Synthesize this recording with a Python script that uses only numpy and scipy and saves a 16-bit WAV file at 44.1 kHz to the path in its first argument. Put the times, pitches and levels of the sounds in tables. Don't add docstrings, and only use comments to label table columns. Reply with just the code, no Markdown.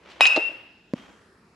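import sys
import numpy as np
from scipy import signal
from scipy.fft import rfft, irfft
from scipy.io import wavfile
from scipy.ndimage import map_coordinates

SR = 44100
rng = np.random.default_rng(int(sys.argv[2]) if len(sys.argv) > 2 else 0)


def master_out(mix):
    frames = np.transpose(np.atleast_2d(mix))
    ceiling = np.clip(frames, -1, 1)
    pcm = np.round(ceiling * 32767).astype(np.int16)
    wavfile.write(sys.argv[1], SR, pcm)


N = 68355
T = np.arange(N) / SR
LR = np.array([[1.], [-1.]])
HIT_S = .2082


def undb(db):
    return 10 ** (np.asarray(db) / 20)


def butter(x, order, hz, kind):
    return signal.sosfilt(signal.butter(order, hz, kind, fs=SR, output="sos"), x)


def colour(x, points):
    hz, db = np.array(points).T
    bin_hz = np.maximum(np.arange(N // 2 + 1) * SR / N, 1)
    shaped = irfft(rfft(x) * undb(np.interp(np.log(bin_hz), np.log(hz), db)), N)
    return shaped / np.sqrt(np.mean(shaped ** 2))


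def band(hz, octaves):
    edge, skirt = 2 ** (octaves / 2), 4 ** octaves
    points = [(hz / skirt, -50), (hz / edge, 0), (hz * edge, 0), (hz * skirt, -50)]
    return colour(rng.standard_normal(N), points)


def walk(rate_hz):
    return colour(rng.standard_normal(N), [(rate_hz / 2, 0), (rate_hz * 2, -30), (rate_hz * 10, -90)])


def fade(start, t60, rise):
    age = np.maximum(T - start, 0)
    return (1 - np.exp(-age / rise)) * 1000. ** (-age / t60)


def spread(make, side):
    return make() + side * LR * make()


def place(x, pan_db, lag_ms, delay=0.):
    pair = [map_coordinates(x, [(T - s) * SR], order=3) for s in (delay, delay + lag_ms / 1000)]
    return np.array(pair) * undb(LR * pan_db / 2)


def struck(modes, blows, cut_hz):
    body = sum(undb(db) * np.sin(2 * np.pi * hz * T) * 1000. ** (-T / t60) for hz, db, t60 in modes)
    out = np.zeros(N)
    for start, db, contact_ms in blows:
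        push = np.sin(np.pi * np.clip((T - start) * 1000 / contact_ms, 0, 1))
        out += undb(db) * signal.fftconvolve(push / push.sum(), body)[:N]
    return butter(out, 3, cut_hz, "high")


def shudder(start, bands):
    return sum(undb(db) * band(hz, octaves) * fade(start, t60, rise)
               for hz, octaves, db, rise, t60 in bands)


def brush(curve, spectrum):
    times, db, tilt_db = np.array(curve).T
    outside_s = np.maximum(np.maximum(times[0] - T, T - times[-1]), 0)
    level = undb(np.interp(T, times, db) - 1000 * outside_s)
    noise = spread(lambda: colour(rng.standard_normal(N) * undb(2 * walk(200)), spectrum), side=.4)
    lows = butter(noise, 1, 1420, "low")
    tilt = undb(np.interp(T, times, tilt_db))
    return (lows / tilt + (noise - lows) * tilt) * level


def air():
    # (frequency [Hz], relative density [dB])
    spectrum = [(25, -23.5), (75, -6), (150, -5.5), (350, -11), (800, -16.5), (3000, -25), (7000, -36),
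                (11000, -41), (15000, -67)]
    at_hz, density_db = np.array(spectrum).T
    out = 0
    for hz in 25 * 2 ** np.arange(0, 9.5, .5):
        band_db = np.interp(np.log(hz), np.log(at_hz), density_db) + 10 * np.log10(hz)
        flicker_db = -4 * walk(1.6)
        out += undb(band_db + flicker_db) * spread(lambda: band(hz, .44), side=min(hz / 2560, .6))
    return out * undb(-58.5) / np.sqrt(np.mean(out ** 2))


def swish():
    # (time [s], level [dB], treble tilt [dB])
    curve = [(0, -69.5, -9), (.075, -51.5, -5), (.11, -50, 4), (.15, -51, -2), (.19, -51.5, -3.5),
             (.207, -47, -12.5)]
    # (frequency [Hz], relative density [dB])
    spectrum = [(120, -43), (300, -3), (1200, -7), (3000, -7), (6000, -19.5), (12000, -43.5)]
    return brush(curve, spectrum)


def rustle():
    # (time [s], level [dB], treble tilt [dB])
    curve = [(.96, -51, 0.99), (1.04, -50.5, -0.23), (1.1, -54, -2.3), (1.16, -59, -1.3), (1.3, -68, -0.57)]
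    # (frequency [Hz], relative density [dB])
    spectrum = [(100, -17.5), (200, -11), (800, -12.5), (3000, -18.5), (4000, -27.5), (6000, -30),
                (12000, -49)]
    return brush(curve, spectrum)


def turf_thud():
    # (frequency [Hz], level [dB], t60 [s])
    turf = [(257.3, 4.5, 0.015), (576, 1, 0.017), (976, 7, 0.011)]
    # (time [s], level [dB], contact [ms])
    thuds = [(0.9354, -9.5, 1.74), (0.96, -38, 1.8), (0.985, -42, 2.4), (1.001, -32.5, 2.9)]
    # (centre [Hz], width [octaves], level [dB], rise [s], t60 [s])
    bloom = [(220, 0.77, -43.5, 0.044, 0.5), (3210, 0.054, -48.5, 0.12, 0.6)]
    # (frequency [Hz], level [dB], t60 [s])
    hide = [(2000, 4.5, 0.002), (4440, -0.5, 0.0014)]
    # (time [s], level [dB], contact [ms])
    slap = [(0.9366, -27.5, 0.069)]
    return struck(turf, thuds, cut_hz=189) + struck(hide, slap, cut_hz=1060) + shudder(thuds[0][0], bloom)


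def screen_clatter():
    # (frequency [Hz], level [dB], t60 [s])
    modes = [(331, 0, 0.043), (631.5, 0, 0.037), (1250, 5.5, 0.015), (1980, 3.5, .008)]
    # (time [s], level [dB], contact [ms])
    knocks = [(0.3612, -24.5, 0.78), (0.3647, -18, 0.66), (0.3691, -22, 0.93), (0.375, -6.5, 1.6),
              (0.493, -34.5, 0.98), (.515, -33.5, 1.45)]
    # (centre [Hz], width [octaves], level [dB], rise [s], t60 [s])
    bloom = [(593, 0.99, -17, 0.0094, 0.12), (446, 0.75, -37, 0.078, 0.59)]
    start = knocks[0][0]
    knocking = place(struck(modes, knocks, cut_hz=402), pan_db=.3, lag_ms=.017)
    clatter = spread(lambda: band(2600, 1.45), side=.53) * undb(-20.5 + 2.5 * walk(500))
    return knocking + clatter * fade(start, t60=.052, rise=.001) + shudder(start, bloom)


def diffuse_tail():
    # (centre [Hz], level [dB], t60 [s])
    wash = [(358.2, -43.5, 0.39), (690, -36, 1), (1190, -32.5, 0.83), (2300, -30.5, 0.93),
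            (4100, -34.5, 0.64), (6470, -41.5, 0.6), (9000, -51.5, .45)]
    # (centre [Hz], width [octaves], level [dB], t60 [s])
    scatter = [(2554, .04, -31, 1), (2740, .07, -25, 0.91)]
    out, side = 0, .55
    for hz, db, t60 in wash:
        noise = spread(lambda: band(hz, .77), side * min(hz / 1500, 1))
        out += undb(db) * noise * fade(HIT_S, t60, rise=.004)
    for hz, octaves, db, t60 in scatter:
        out += undb(db) * spread(lambda: band(hz, octaves), side) * fade(HIT_S, t60, rise=.022)
    return out


def slapbacks(crack):
    # (delay [s], gain [dB], centre [Hz], width [octaves], pan [dB])
    echoes = [(0.0466, 0, 3168, 1.31, 3), (0.0482, -9, 1948, 0.36, 6), (0.059, 4.5, 8460, 1.2, 4.5)]
    out = 0
    for delay, db, hz, octaves, pan_db in echoes:
        edges = hz * 2 ** (np.array([-octaves, octaves]) / 2)
        out += place(undb(db) * butter(crack, 2, edges, "band"), pan_db, lag_ms=.017, delay=delay)
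    return out


def barrel_ring():
    # (frequency [Hz], level [dB], time of a beat crest [s], beat rate [Hz], t60 [s])
    modes = [(2635, -25, .27, 17, 0.46), (2794, -22.5, 0.33, 34, 0.39), (2880, -21, .24, 14, 0.48),
             (3816, -23, .263, 19.5, .45), (5126, -25, .226, 19.5, .42), (7190, -33, .242, 20.5, .3),
             (10680, -38, .214, 42, 0.26), (13285, -41.5, .24, 15, .15), (14105, -39.5, .222, 15, .15)]
    ring, partner_gain = 0, .7
    for hz, db, crest_s, beat_hz, t60 in modes:
        level = undb(db + 2 * walk(40)) * fade(HIT_S, t60, rise=.002)
        beat = (1 + partner_gain * np.exp(2j * np.pi * beat_hz * (T - crest_s))) / (1 + partner_gain)
        phase = 2 * np.pi * hz * T + .5 * walk(40)
        ring += level * np.imag(beat * np.exp(1j * phase))
    return place(ring, pan_db=1.7, lag_ms=.0033)


def hoop_mode(levels, path):
    level_s, db = np.array(levels).T
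    path_s, hz, pan_db = np.array(path).T
    stereo_phase_rad = .53
    phase = 2 * np.pi * np.cumsum(np.interp(T, path_s, hz)) / SR + LR * stereo_phase_rad / 2
    rough = undb(-6) * np.array([walk(87.5) + 1j * walk(87.5) for _ in LR])
    tone = np.sqrt(2) * np.imag((1 + rough) * np.exp(1j * phase))
    gain = undb(np.interp(T, level_s, db) + LR * np.interp(T, path_s, pan_db) / 2)
    gate = (T > HIT_S) * np.clip((level_s[-1] - T) * 20, 0, 1)
    return tone * gain * gate


def barrel_song():
    # (time [s], level [dB])
    low_levels = [(.209, -21.5), (.222, -10), (.258, -22), (.272, -14), (.292, -25.5), (.315, -20),
                  (.353, -23.5), (.365, -60), (.39, -31), (.473, -47), (.505, -95), (.531, -67), (.65, -79)]
    high_levels = [(.209, -27), (.25, -26.5), (.283, -24.5), (.33, -28.5), (.367, -22.5), (.397, -36),
                   (.433, -24.5), (.48, -29), (.503, -38), (.521, -42.5), (.54, -47.5), (.72, -70)]
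    # (time [s], pitch [Hz], pan [dB])
    low_path = [(.23, 2516, 2.5), (0.282, 2536, 2.5), (0.322, 2553, -4.5), (.47, 2575, -0.5)]
    high_path = [(0.243, 2782, 2.3), (0.293, 2692, 4.1), (0.38, 2727, 4), (0.518, 2724, 7.5)]
    return hoop_mode(low_levels, low_path) + hoop_mode(high_levels, high_path)


def bat_crack():
    # (frequency [Hz], level [dB], t60 [s])
    modes = [(850, 2, 0.0057), (1140, -8.5, 0.009), (2070, -11, 0.022), (2800, 7.5, 0.00302),
             (3813, -9.5, 0.025)]
    # (frequency [Hz], relative density [dB])
    spectrum = [(500, -20), (2000, 1.5), (3500, -11.5), (7000, -16.5), (14500, -50.5)]
    snap = undb(-17) * colour(rng.standard_normal(N), spectrum) * fade(HIT_S, t60=.0399, rise=.0001)
    return struck(modes, [(HIT_S, 0, .2)], cut_hz=680) + snap


def scene():
    crack = bat_crack()
    bat = place(crack, pan_db=.7, lag_ms=.0077) + barrel_ring()
    reflections = slapbacks(crack) + diffuse_tail()
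    return bat + reflections + barrel_song() + screen_clatter() + turf_thud() + swish() + rustle() + air()


def record(dry):
    dulled = butter(dry, 4, 12730, "low")
    rounded = dulled / (1 + np.abs(dulled) ** 4) ** (1 / 4)
    trimmed = butter(rounded, 2, 45, "high")
    return signal.sosfilt(signal.ellip(8, .2, 80, 15500, fs=SR, output="sos"), trimmed)


dry = scene()
out = record(dry)
master_out(out)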